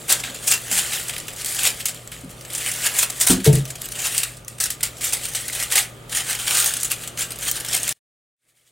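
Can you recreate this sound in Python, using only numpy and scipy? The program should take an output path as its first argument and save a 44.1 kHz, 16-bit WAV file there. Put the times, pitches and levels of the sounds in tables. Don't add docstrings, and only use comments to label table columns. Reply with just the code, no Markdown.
import sys
import numpy as np
from scipy import signal
from scipy.fft import rfft, irfft, next_fast_len
from scipy.io import wavfile
from scipy.ndimage import uniform_filter1d, map_coordinates

SR = 44100
rng = np.random.default_rng(int(sys.argv[2]) if len(sys.argv) > 2 else 0)


def attenuation_scalar(level_db):
    decades = np.asarray(level_db, float) / 20
    return 10 ** decades


def digitize_waveform(pressure):
    field = np.atleast_2d(pressure).T
    bounded = np.clip(field, -1, 1)
    quanta = np.round(bounded * 32767).astype(np.int16)
    wavfile.write(sys.argv[1], SR, quanta)


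N = 384111


def unit(x):
    return x / np.sqrt(np.mean(x ** 2) + 1e-20)


def hiss():
    return rng.standard_normal(N)


def along(points, hz):
    f, v = np.transpose(points)
    return np.interp(np.log(hz + 1), np.log(f + 1), v)


def curves(rows):
    s, *columns = np.transpose(rows)
    return [np.interp(np.arange(N) / SR, s, column) for column in columns]


def wobble(rate_hz):
    knots = rng.standard_normal(int(N * rate_hz / SR) + 4)
    return map_coordinates(knots, [np.arange(N) * rate_hz / SR])


def filtered(x, response):
    m = next_fast_len(x.shape[-1] + 8192)
    spectrum = rfft(x, m) * response(np.fft.rfftfreq(m, 1 / SR))
    return irfft(spectrum, m)[..., :x.shape[-1]]


def coloured(x, spectrum):
    return unit(filtered(x, lambda hz: attenuation_scalar(along(spectrum, hz))))


def stereo(mid, other, alike):
    def turn(hz):
        return np.arccos(np.clip(along(alike, hz), -1, 1)) / 2

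    a = filtered(mid, lambda hz: np.cos(turn(hz)))
    b = filtered(other, lambda hz: np.sin(turn(hz)))
    return np.array([a + b, a - b])


# frequency in Hz, level in dB per Hz.
AIR_SPECTRUM = [(120, -10.5), (200, -1.5), (366, -2), (577, -0.5), (1040, -11), (1200, -4.5), (1640, -12.5),
                (3160, -13), (3800, -17), (5680, -26.5), (8490, -25), (9300, -28.5), (15800, -31)]
# frequency in Hz, left-right likeness 0-1.
AIR_LIKENESS = [(60, 0.66), (180, 0.64), (550, 0.79), (1650, 0.077), (4970, 0.54), (15000, 1)]
# time in seconds, level in dB.
FAN_LEVEL = [(0, -43), (2.3, -44.5), (3.25, -44.5), (4.53, -46), (5.7, -44.5), (6.4, -44.5), (7.0, -44),
             (7.9, -43.5), (8.4, -43)]
# frequency in Hz, level in dB per Hz.
RUMBLE_SPECTRUM = [(12, -43), (20, -19.5), (49, 3), (91, -6), (101, -4.5), (113, -1.5), (162, -4.5),
                   (182, -14), (250, -8.5), (320, -43.5), (550, -120)]
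# frequency in Hz, level in dB rms, phase wander (factor).
HUM_LINES = [(119.3, -47.5, 0.16), (156, -54, .6), (364, -72, 0.39), (1210, -62.5, 0.92)]


def air():
    a, b, rumble = (coloured(hiss(), spectrum) for spectrum in (AIR_SPECTRUM, AIR_SPECTRUM, RUMBLE_SPECTRUM))
    t_s = np.arange(N) / SR
    hum = np.zeros(N)
    for hz, level_db, wander in HUM_LINES:
        level = attenuation_scalar(level_db + 2.0 + 0.77 * wobble(6))
        drift = wander * np.cumsum(wobble(30)) * 60 / SR
        hum += level * np.sin(2 * np.pi * hz * t_s + drift)
    draught = attenuation_scalar(curves(FAN_LEVEL)[0] + 1.1 * wobble(3.6)) * stereo(a, b, AIR_LIKENESS)
    rumble_db = -49.0 - 7 * (t_s > CUT_FADER[-1][0])
    return draught + attenuation_scalar(rumble_db) * rumble + hum


# frequency in Hz, t60 in seconds.
ROOM_DECAY = [(200, 0.29), (2000, 0.26), (8000, 0.072), (15000, 0.011)]


def room(x):
    out, hop, delay = np.zeros((2, N + SR)), SR // 3, 130
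    for i in range(0, N, hop):
        hz, t_s, z = signal.stft(rng.standard_normal((2, SR // 2)), SR, nperseg=256)
        decay = attenuation_scalar(-60 * t_s / along(ROOM_DECAY, hz)[:, None])
        tail = signal.istft(z * decay, SR, nperseg=256)[1]
        wet = signal.fftconvolve(x[None, i:i + hop], tail / np.linalg.norm(tail[0]), axes=1)
        out[:, i + delay:i + delay + wet.shape[1]] += wet
    return out[:, :N]


# time in seconds, pitch in Hz, level in dB.
MEW_GLIDE = [
    (3.64, 596, -74),
    (3.67, 616, -45),
    (3.74, 690, -52),
    (3.78, 690, -48),
    (3.82, 610, -72),
]


def kitten():
    hz, level_db = curves(MEW_GLIDE)
    phase = 2 * np.pi * np.cumsum(hz * (1 + 0.011 * wobble(40))) / SR
    return attenuation_scalar(level_db - 1.0) * (np.sin(phase) + .15 * np.sin(2 * phase))


# frequency in Hz, level in dB, t60 in seconds.
SIDE_MODES = [(114, -11, 0.12), (187, -4.5, 0.61), (259, 3.5, 0.099), (368, -10, .25), (403, -15, 0.13),
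              (665, -36.5, 0.46), (777, -31.5, 0.58)]
# frequency in Hz, level in dB, t60 in seconds.
TREAD_MODES = [(142.3, -3.5, 0.51), (435.5, -13, 0.22), (617.5, -30, 0.31), (694, -33, 0.12),
               (785, -34, 0.15), (900, -38.5, 0.34)]
# start in seconds, level in dB, share of the top 0-1, upper modes in dB,
# time free to ring in seconds.
STEP_BUMPS = [(0.289, -36, 0.26, -5, 0.088), (0.511, -51, 1, 10, 0.04), (.714, -33, 0.2, -8.5, .1),
              (2.236, -27.5, 0.3, -14, 0.065), (3.3, -8.5, 0.12, 3.5, 0.024), (3.313, -15, 0.3, -1, .014),
              (3.328, -12.5, 0.15, -1.5, 0.044), (3.378, -20, 0.03, -0.5, 0.049),
              (3.463, -16, 0.88, 21.5, 0.061), (3.474, 1.5, 1, -10, .04), (3.533, -4, 1, -10.5, 0.022),
              (3.571, -10, 1, -10, 0.026), (3.607, -20.5, 1, -8, .022)]


def step():
    rise_s, damping_s, thud_t60_s = 0.0022, 0.0095, 0.24
    thud_spectrum = [(20, -23.5), (45, 3.5), (90, -5.0), (300, -4), (700, -17.5), (1500, -64.0)]  # Hz, dB
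    out, t_s = np.zeros(N + SR), np.arange(SR // 2) / SR

    def ring(modes, upper_db):
        total = np.zeros(len(t_s))
        for hz, mode_db, t60_s in modes:
            level_db = mode_db + upper_db * (hz > 320) - 60 * t_s / min(t60_s, .5)
            total += attenuation_scalar(level_db) * np.sin(2 * np.pi * hz * t_s)
        return total

    for start_s, level_db, top, upper_db, free_s in STEP_BUMPS:
        thud = attenuation_scalar(-18.0 - 60 * t_s / thud_t60_s) * coloured(rng.standard_normal(len(t_s)), thud_spectrum)
        body = top * ring(TREAD_MODES, upper_db) + (1 - top) * ring(SIDE_MODES, upper_db) + thud
        damping = np.exp(-np.maximum(t_s - free_s, 0) / damping_s)
        onset = 1 - np.exp(-t_s / rise_s)
        out[round(start_s * SR):][:len(t_s)] += attenuation_scalar(level_db) * onset * body * damping
    return out[:N]


# peak time in seconds, peak in dB, ring in Hz.
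CREASE_SNAPS = [(0.1248, 4, 7600), (0.48, -5.5, 7900), (0.4845, -6, 9100), (0.5149, 1.5, 7700),
                (0.5247, 0, 6900), (0.7146, -8.5, 10700), (0.7278, -5, 7000), (1.6338, -2.5, 9600),
                (1.6528, -1.5, 7640), (1.8573, -5, 8700), (2.9887, -8.5, 7050), (2.9916, -6, 8500),
                (3.03, -12, 6600), (3.03, -10.5, 9000), (3.104, -10, 9300), (3.2127, -9.5, 7500),
                (3.2165, -5.5, 7850), (3.2206, -11.5, 8300), (3.268, -2.5, 9000), (3.2723, 0.5, 9400),
                (3.4457, -13, 9000), (3.4634, -8.5, 8100), (3.555, -7, 9040), (3.6537, -18, 5960),
                (3.8188, -9.5, 10960), (4.0204, -14.5, 6800), (4.0701, -6.5, 14000), (4.18, 0, 8300),
                (4.1844, -8, 9000), (4.233, -10.5, 2730), (4.2369, -9.5, 10600), (4.4819, -16, 7500),
                (4.6409, -8, 9500), (4.705, -8.5, 11200), (4.8094, -18.5, 7400), (4.8325, -4, 13900),
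                (4.8349, -1, 8100), (5.1361, -4, 8870), (5.482, -10, 9900), (5.7235, -1.5, 8500),
                (5.756, -2, 7250), (5.7886, -4, 6650), (5.7935, -6, 8000), (6.4764, -15, 3400),
                (6.551, -8, 8000), (6.5717, -1, 8700), (6.6016, -2.5, 8800), (6.6447, -4, 13400),
                (6.661, -1, 8500), (6.7385, -5, 8150), (6.77, -11, 8800), (6.834, -4, 8700),
                (6.9173, -4, 8400), (7.388, -16.5, 11800), (7.514, -2.5, 15200), (7.7349, -9, 9000),
                (7.7502, -2.5, 8900), (7.8322, -8.5, 8800), (7.8788, -9.5, 8900), (7.8921, -5.5, 10140),
                (0.0829, -17, 9200), (0.6163, -22, 10000), (0.777, -6, 9600), (1.0368, -18.5, 13200),
               (1.4471, -11, 7900), (1.607, -12, 7700), (1.8862, -11, 7500), (1.9463, -19.5, 10100),
               (2.0754, -19.5, 7800), (2.1171, -22.5, 9600), (2.247, -30, 9000), (2.3114, -28, 12900),
               (2.5341, -13, 11200), (3.2014, -8.5, 7500), (3.8575, -15.5, 14300), (3.8888, -17, 9700),
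               (4.1672, -10.5, 8400), (4.2161, -14, 7700), (4.4482, -27, 6200), (4.6583, -12.5, 5400),
               (5.2423, -14, 8400), (5.2543, -8, 8800), (5.3368, -16, 8500), (5.4994, -15, 2100),
               (5.5041, -15.5, 8600), (5.5298, -12, 8700), (5.5475, -16, 8700), (5.5516, -12, 9700),
               (6.5834, -3.5, 8800), (6.5975, -5, 8600), (6.6249, -7.5, 14700), (6.6293, -8, 8400),
               (6.6529, -9.5, 8400), (6.8016, -14, 7800), (6.8092, -12, 10100), (6.9026, -14.5, 10800),
               (7.307, -17.5, 8600), (7.3204, -17.5, 13100), (7.4111, -18, 7400), (7.4524, -12, 7800),
               (7.6496, -16, 10900), (7.6637, -17, 7800)]


def cracks():
    gain_db, rise_s, t60_s, noise, cycles = -3.5, 0.00077, 0.011, 0.34, 7.6
    peak_s, peak_db, hz = np.transpose(CREASE_SNAPS)[:, :, None]
    k = np.arange(-64, 320)
    t_s = k / SR
    shape = attenuation_scalar(peak_db + gain_db + np.where(t_s < 0, 20 * t_s / rise_s, -60 * t_s / t60_s))
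    grit = rng.standard_normal((len(peak_s), len(k) + 1))
    grit = (grit - np.roll(grit, 2, axis=1))[:, 1:]
    ring = np.cos(2 * np.pi * hz * t_s) * np.exp(-np.abs(t_s) * hz / cycles)
    bursts = shape * (ring + noise * grit)
    places = np.round(peak_s * SR).astype(int) + k
    return np.bincount(places.ravel(), bursts.ravel(), N)


def creases(count, centre_hz, octaves, cycles, spread_db):
    u, z = rng.random((count, 3)), rng.standard_normal(count)
    hz = np.clip(centre_hz * 2 ** (octaves * z), 200, SR * .4)[:, None]
    k = np.arange(192)
    size = attenuation_scalar(-spread_db * np.log(u[:, 1:2] + 0.0012))
    decay = np.exp(-k * hz / (SR * cycles))
    rings = size * decay * np.sin(2 * np.pi * (hz * k / SR + u[:, 2:]))
    places = (u[:, :1] * N).astype(int) + k
    x = np.bincount(places.ravel(), rings.ravel(), N + 192)[:N]
    x = unit(filtered(x, lambda f: np.sqrt(f)))
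    return x / np.sqrt(np.abs(uniform_filter1d(x ** 2, size=1500)) + 1e-3)


def turning(x, depth_db, hollows):
    hz, t_s, z = signal.stft(x, SR, nperseg=256)
    field = uniform_filter1d(rng.standard_normal(z.shape), size=4, axis=0)
    field = uniform_filter1d(field, size=24, axis=1)
    at = np.minimum(t_s * SR, N - 1).astype(int)
    lift_db = sum(peak_db * np.exp(-.5 * ((hz[:, None] - centre_hz[at]) / width_hz) ** 2)
                  for centre_hz, (peak_db, width_hz) in hollows)
    return unit(signal.istft(z * attenuation_scalar(depth_db * unit(field) + lift_db), nperseg=256)[1][:N])


def slips(per_s, spread_db, life_s):
    starts = (rng.random(N) < per_s / SR) * attenuation_scalar(spread_db * rng.standard_normal(N))
    power = 1 + signal.fftconvolve(starts, np.exp(-np.arange(1024) / (life_s * SR)))[:N]
    return np.abs(power) / power.mean()


# time in seconds, rustle in dB.
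HANDLING = [(0, -41.5), (.55, -41.5), (.8, -27), (1.32, -42), (1.65, -35.5), (2.28, -54), (2.85, -27),
            (3.05, -39), (3.3, -32.5), (3.6, -59.5), (4.19, -25), (4.45, -58.5), (5.45, -34), (6.06, -57),
            (6.59, -22), (7.1, -47.5), (7.5, -41), (7.93, -27.5)]
# time in seconds, rustle in dB as heard.
HANDLING_NEXT = [(8.4, -74.5), (8.46, -74.5), (8.49, -61), (8.54, -72.5), (8.57, -61.5), (8.65, -66),
                 (8.675, -57.5), (8.71, -67.5)]
# peak time in seconds, level in dB rms, time to rise 20 dB in ms, t60 in seconds.
SLOW_SQUEEZES = [(.4417, -29.5, 47, 0.08), (.7895, -17, 60, 0.12), (.9364, -22, 50.5, 0.4),
                 (1.4018, -30, 48.5, 0.28), (1.5991, -24.5, 46.5, 0.5), (1.667, -14, 66.5, .15),
                 (2.544, -30, 79, 0.099), (2.6174, -28, 99.5, 0.2), (2.684, -24, 120.5, 0.18),
                 (2.868, -15.5, 60, 0.07), (2.967, -22, 54.5, 0.27), (3.5539, -27, 59.5, 0.27),
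                 (3.8621, -31.5, 99.5, 0.05), (4.0634, -20.5, 76, 0.14), (4.655, -26.5, 41.5, 0.16),
                 (5.084, -26.5, 42.5, 0.027), (5.2575, -27.5, 94, 0.08), (5.6073, -24.5, 49.5, 0.27),
                 (5.727, -17.5, 23, 0.19), (6.177, -21, 60, 0.17), (6.309, -20.5, 83, .22),
                 (6.555, -21, 58.5, 0.26), (7.037, -33.5, 96, 0.27), (7.3194, -38, 39.5, 0.099),
                 (7.487, -19, 46.5, 0.032), (7.5692, -24.5, 57, 0.11), (7.751, -20, 80, 0.039)]
# peak time in seconds, level in dB rms, broad folds in dB re peak,
# t60 in seconds.
QUICK_BITES = [(0.099, -14.5, -4.5, 0.27), (.127, -11.5, -8, 0.06), (0.202, -25, -3.5, 0.057),
               (0.478, -14, -9.5, 0.13), (0.511, -15.5, -8.5, 0.2), (.522, -14.5, -2.5, 0.048),
               (1.483, -24.5, -9, 0.7), (1.5652, -25.5, -9, 0.043), (2.9885, -14.5, -9.5, .17),
               (.706, -29.5, -4.5, .1), (6.203, -27, -0.5, .1), (3.17, -32.5, -12.5, .15),
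               (1.8056, -26, -5, 0.076), (3.03, -12, -6.5, .08), (3.2127, -12.5, -10, 0.18),
               (3.3052, -11, -6.5, 0.17), (3.4053, -33, 0, 0.093), (3.457, -15.5, -4.5, 0.16),
               (3.924, -28, -10, 0.034), (3.9573, -32, -1.5, 0.16), (5.044, -19, -9.5, 0.27),
               (5.4144, -27.5, -14, .055), (5.535, -23, -6, 0.049), (5.7797, -14, -5, 0.21),
               (6.1247, -27.5, -1, 0.19), (6.4771, -22, -1.5, 0.15), (6.509, -22, -2.5, 0.19),
               (6.915, -18.5, -5, 0.13), (7.191, -22, -6.5, 0.26), (7.219, -22, -5.5, 0.13),
               (7.4272, -25.5, -5.5, 0.22), (7.7653, -20, -7.5, 0.12)]
# time in seconds, level in dB rms,
# broad folds in dB re peak, t60 in seconds.
SWATS = [(0.236, -30.5, 3.5, 0.36), (0.345, -30, -2.5, 0.15), (0.5367, -16.5, -4.5, 0.12),
         (0.714, -18.5, -8.5, 0.19), (6.149, -22, -5.5, .2), (0.7265, -18, -15, 0.32),
         (1.856, -15.5, -7.5, 0.098), (1.884, -23, -6.5, 0.13), (1.9451, -39, 0, 0.21),
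         (2.1184, -37.5, -2, 0.54), (2.294, -40.5, -7.5, 0.26), (2.55, -22.5, -8.5, 0.12),
         (3.677, -34.5, -6.5, 0.31), (3.99, -24.5, -5, 0.13), (4.3685, -37.5, -21, 0.061),
         (4.4799, -39.5, -9.5, 0.4), (4.6022, -16, -10, 0.2), (4.703, -21, -10, 0.14),
         (4.8302, -18.5, -5, 0.17), (4.9696, -39, -11, 0.39), (5.009, -26.5, -6, 0.62),
         (5.1247, -21, -7, 0.25), (5.3494, -20, -5, 0.18), (5.551, -26.5, -4, 0.39), (6.095, -34, -8, 0.3),
         (6.3892, -26.5, -4, 0.33), (6.571, -17.5, -11.5, 0.31), (6.599, -18, -18.5, 0.17),
         (6.6582, -18.5, -14, 0.21), (6.8455, -21.5, -12.5, 0.12), (7.389, -35, -5, 0.59),
         (7.5143, -21.5, -12, 0.069), (7.685, -21.5, -7.5, 0.086)]
# time in seconds, level in dB rms, broad folds in dB re peak.
LIGHT_PATS = [(1.0829, -23, -6.5), (1.095, -23, -1.5), (1.137, -30, 0), (1.282, -24.5, -4.5),
              (1.332, -35, -8.5), (1.3627, -28.5, -15.5), (1.5475, -20.5, -8.5), (2.41, -34.5, -9),
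              (3.1006, -23, -8.5), (2.45, -34.5, -2), (2.502, -32, -4), (2.21, -38, -9), (4.656, -21, -9.5),
              (1.59, -22, -1.5), (7.0345, -29, -12), (7.3195, -29.5, -3), (7.648, -25, -3.5),
              (.921, -29, 6), (3.444, -19, -12.5), (3.5296, -20, -13), (3.6543, -30, -4.5),
              (3.704, -27, -9.5), (3.755, -30, -4), (4.233, -16, -8.5), (5.1324, -15, -7),
              (5.2864, -25.5, -9), (5.484, -25, -4.5), (5.626, -18.5, -5.5), (6.3506, -23, -3.5),
              (6.8112, -27, -19), (7.0757, -26, -9.5), (7.175, -25.5, -3.5), (7.306, -27, -6),
              (7.4956, -20, -17), (7.601, -23, -11), (7.8786, -22, -3)]
# peak time in seconds, level in dB rms, broad folds in dB re peak,
# t60 in seconds.
BUCKLES = [(1.165, -25.5, -2.5, 0.017), (1.182, -24, -7, 0.044), (1.202, -29, -7, 0.023),
           (1.2718, -32, -24, 0.016), (1.419, -20.5, -13, 0.015), (1.4473, -23.5, -10, 0.041),
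           (1.46, -20, -11, 0.12), (2.075, -36, -4, 0.028), (2.581, -24, -14.5, 0.045),
           (2.7163, -20.5, -12, 0.023), (2.738, -23, -21, 0.031), (2.7525, -31.5, -14.5, 0.023),
           (3.2697, -12.5, -9, 0.2), (3.817, -24.5, -10, 0.017), (3.888, -31, -9, 0.026),
           (4.18, -18, -28, 0.1), (4.482, -24, -12.5, 0.023), (4.5853, -32.5, -3.5, 0.029),
           (4.64, -13.5, -27, 0.033), (4.808, -32.5, 1, 0.052), (5.337, -32.5, -21, 0.024),
           (5.7574, -10, -7, 0.086), (6.74, -18, -15, 0.028), (6.7683, -19, -9, 0.026),
           (6.8323, -14.5, -11.5, 0.019), (7.3592, -32.5, -7, 0.046), (7.732, -16, -7, 0.041),
           (7.833, -21.5, -26, 0.019), (7.8924, -14.5, -12.5, 0.014)]


def crunches():
    bite_rise_s, swat_rise_s, buckle_rise_s, pat_t60_s = 0.016, 0.0019, 0.0037, 0.062
    handling_folds_db, squeeze_folds_db, next_folds_db = -4.5, -4, -4
    crest_db = 2.5

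    def folds_db(level_db, base_db):
        return base_db - 0.0242 * (level_db + 40.5)

    db, = curves(HANDLING + HANDLING_NEXT)
    this_scene = np.arange(N) < CUT_FADER[-1][0] * SR
    broad_db = np.where(this_scene, folds_db(db, handling_folds_db), next_folds_db)
    lead = SR // 10
    t_s = np.arange(-lead, SR // 4) / SR
    fine = np.pad(attenuation_scalar(2 * db), (lead, SR))
    broad = np.pad(attenuation_scalar(2 * (db + broad_db)), (lead, SR))

    events = [(s, d, folds_db(d, squeeze_folds_db), max(rise_ms, 30) * 0.00095, t60_s)
              for s, d, rise_ms, t60_s in SLOW_SQUEEZES]
    events += [(s, d, low_db, bite_rise_s, t60_s) for s, d, low_db, t60_s in QUICK_BITES]
    events += [(s, d, low_db, swat_rise_s, t60_s) for s, d, low_db, t60_s in SWATS]
    events += [(s, d, low_db, swat_rise_s, pat_t60_s) for s, d, low_db in LIGHT_PATS]
    events += [(s, d, low_db, buckle_rise_s, t60_s) for s, d, low_db, t60_s in BUCKLES]
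    for s, peak_db, low_db, rise_s, t60_s in events:
        shape_db = np.where(t_s < 0, 20 * t_s / rise_s, -60 * t_s / t60_s)
        power = attenuation_scalar(2 * (peak_db + np.minimum(shape_db, crest_db)))
        fine[round(s * SR):][:len(t_s)] += power
        broad[round(s * SR):][:len(t_s)] += power * attenuation_scalar(2 * low_db)
    return fine[lead:lead + N], broad[lead:lead + N]


# frequency in Hz, level in dB per Hz.
FINE_SPECTRUM = [(2400, -34.5), (4000, -11), (6200, -6.5), (7100, -3), (7800, -4), (8450, -3), (9300, -1.5),
                 (12000, -8), (15000, -9), (17000, -15)]
# frequency in Hz, level in dB per Hz.
BROAD_SPECTRUM = [(650, -37.5), (1150, -5), (1700, -2.5), (2300, -2.5), (2700, -1), (3100, 0), (3600, 0.5),
                  (5000, -2), (6500, -25.5), (11000, -120)]
# frequency in Hz, level in dB per Hz.
SCUFF_SPECTRUM = [(210, -42), (350, -8.5), (665, -3), (751, -0.5), (1150, -8), (1300, -5.5), (1690, -5),
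                  (2860, -120)]
# time in seconds, pocket in Hz, shell in Hz, crease in Hz.
BALL_HOLLOWS = [(0, 1700, 3960, 7800), (.46, 1630, 3300, 8000), (.55, 1490, 2600, 7500),
                (.78, 1950, 3150, 7600), (.92, 1740, 2920, 8020), (1.66, 2320, 3200, 7900),
                (2.55, 1990, 3050, 8000), (2.87, 1953, 2724, 8000), (3.04, 2220, 2800, 7600),
                (3.3, 1590, 4140, 8400), (4.05, 1750, 2770, 8000), (4.62, 1700, 2520, 8600),
                (4.85, 2068, 3200, 8000), (5.75, 2100, 3200, 8120), (6.2, 1680, 3140, 8500),
                (6.5, 1400, 3180, 8500), (6.92, 1440, 2760, 8300), (7.9, 1693, 3390, 8500)]
# time in seconds, pocket in Hz, shell in Hz, crease in Hz.
BALL_HOLLOWS_NEXT = [(8.38, 1900, 2110, 8690), (8.71, 1962, 2300, 8520)]


def rustle():
    pocket_lift, shell_lift, crease_lift = (3.7, 220), (3.3, 160), (2.1, 380)
    paws_db, paws_grow, paws_span_s = -15, .4, 0.23
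    fine_power, broad_power = crunches() * slips(per_s=110, spread_db=6, life_s=0.0014)
    pocket_hz, shell_hz, crease_hz = curves(BALL_HOLLOWS + BALL_HOLLOWS_NEXT)

    fine = creases(count=24000, centre_hz=8480, octaves=.6, cycles=8.4, spread_db=2.0) + 1.8 * hiss()
    pops = creases(count=1200, centre_hz=6060, octaves=0.82, cycles=1.0, spread_db=7.0)
    fine = coloured(fine + 0.16 * pops, FINE_SPECTRUM)
    fine = turning(fine, depth_db=1.65, hollows=[(crease_hz, crease_lift)])

    broad = creases(count=9000, centre_hz=2710, octaves=0.608, cycles=9.8, spread_db=1.0) + 1.3 * hiss()
    broad = coloured(broad, BROAD_SPECTRUM)
    broad = turning(broad, depth_db=.9, hollows=[(pocket_hz, pocket_lift), (shell_hz, shell_lift)])
    foil = attenuation_scalar(0.05) * np.sqrt(fine_power) * fine + attenuation_scalar(-1.13) * np.sqrt(broad_power) * broad

    play_power = np.abs(uniform_filter1d(broad_power, size=round(paws_span_s * SR)))
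    busy_db = 10 * np.log10(play_power + 1e-5) + 32
    paws_level = attenuation_scalar(paws_db + paws_grow * busy_db + 1.3 * wobble(25)) * np.sqrt(broad_power)
    paws = paws_level * coloured(hiss(), SCUFF_SPECTRUM)

    next_scene = np.arange(N) > 8.2 * SR
    fader_db = next_scene * np.maximum(curves(CUT_FADER + FADE_IN_FADER)[0], -44)
    return (foil + paws) * attenuation_scalar(-fader_db)


# frequency in Hz, left-right likeness 0-1.
BALL_LIKENESS = [(60, 1), (300, 1), (550, 0.66), (1100, 0.92), (2400, 0.97), (5000, 0.98), (7500, 1),
                 (10000, 0.37), (15000, 0.53)]


def scene():
    ball, bumps = rustle() + cracks() + kitten(), step()
    echo = room(ball + attenuation_scalar(-4.5) * bumps)
    heard = stereo(ball + attenuation_scalar(-11.5) * echo[0], attenuation_scalar(-3.5) * echo[1], BALL_LIKENESS)
    return heard * attenuation_scalar([[.2], [-.2]]) + bumps * attenuation_scalar([[.4], [-.4]]) + air()


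def band_limit(x):
    return signal.sosfilt(signal.butter(12, 17010, fs=SR, output="sos"), x)


# time in seconds, level in dB.
CUT_FADER = [
    (0, 0),
    (7.926, 0.5),
    (7.928, -18),
    (7.94, -40),
    (7.97, -33),
    (7.992, -49),
    (7.995, -120),
]
# time in seconds, level in dB.
FADE_IN_FADER = [
    (8.355, -120),
    (8.365, -78),
    (8.402, -55),
    (8.46, -32),
    (8.71, -27),
]


def record(dry):
    x = dry / (1 + np.abs(dry / .99) ** 8) ** (1 / 8)
    x = filtered(x, lambda hz: hz < 15950)
    x = x * attenuation_scalar(curves(CUT_FADER + FADE_IN_FADER)[0])
    return band_limit(x)


dry = scene()
out = record(dry)
digitize_waveform(out)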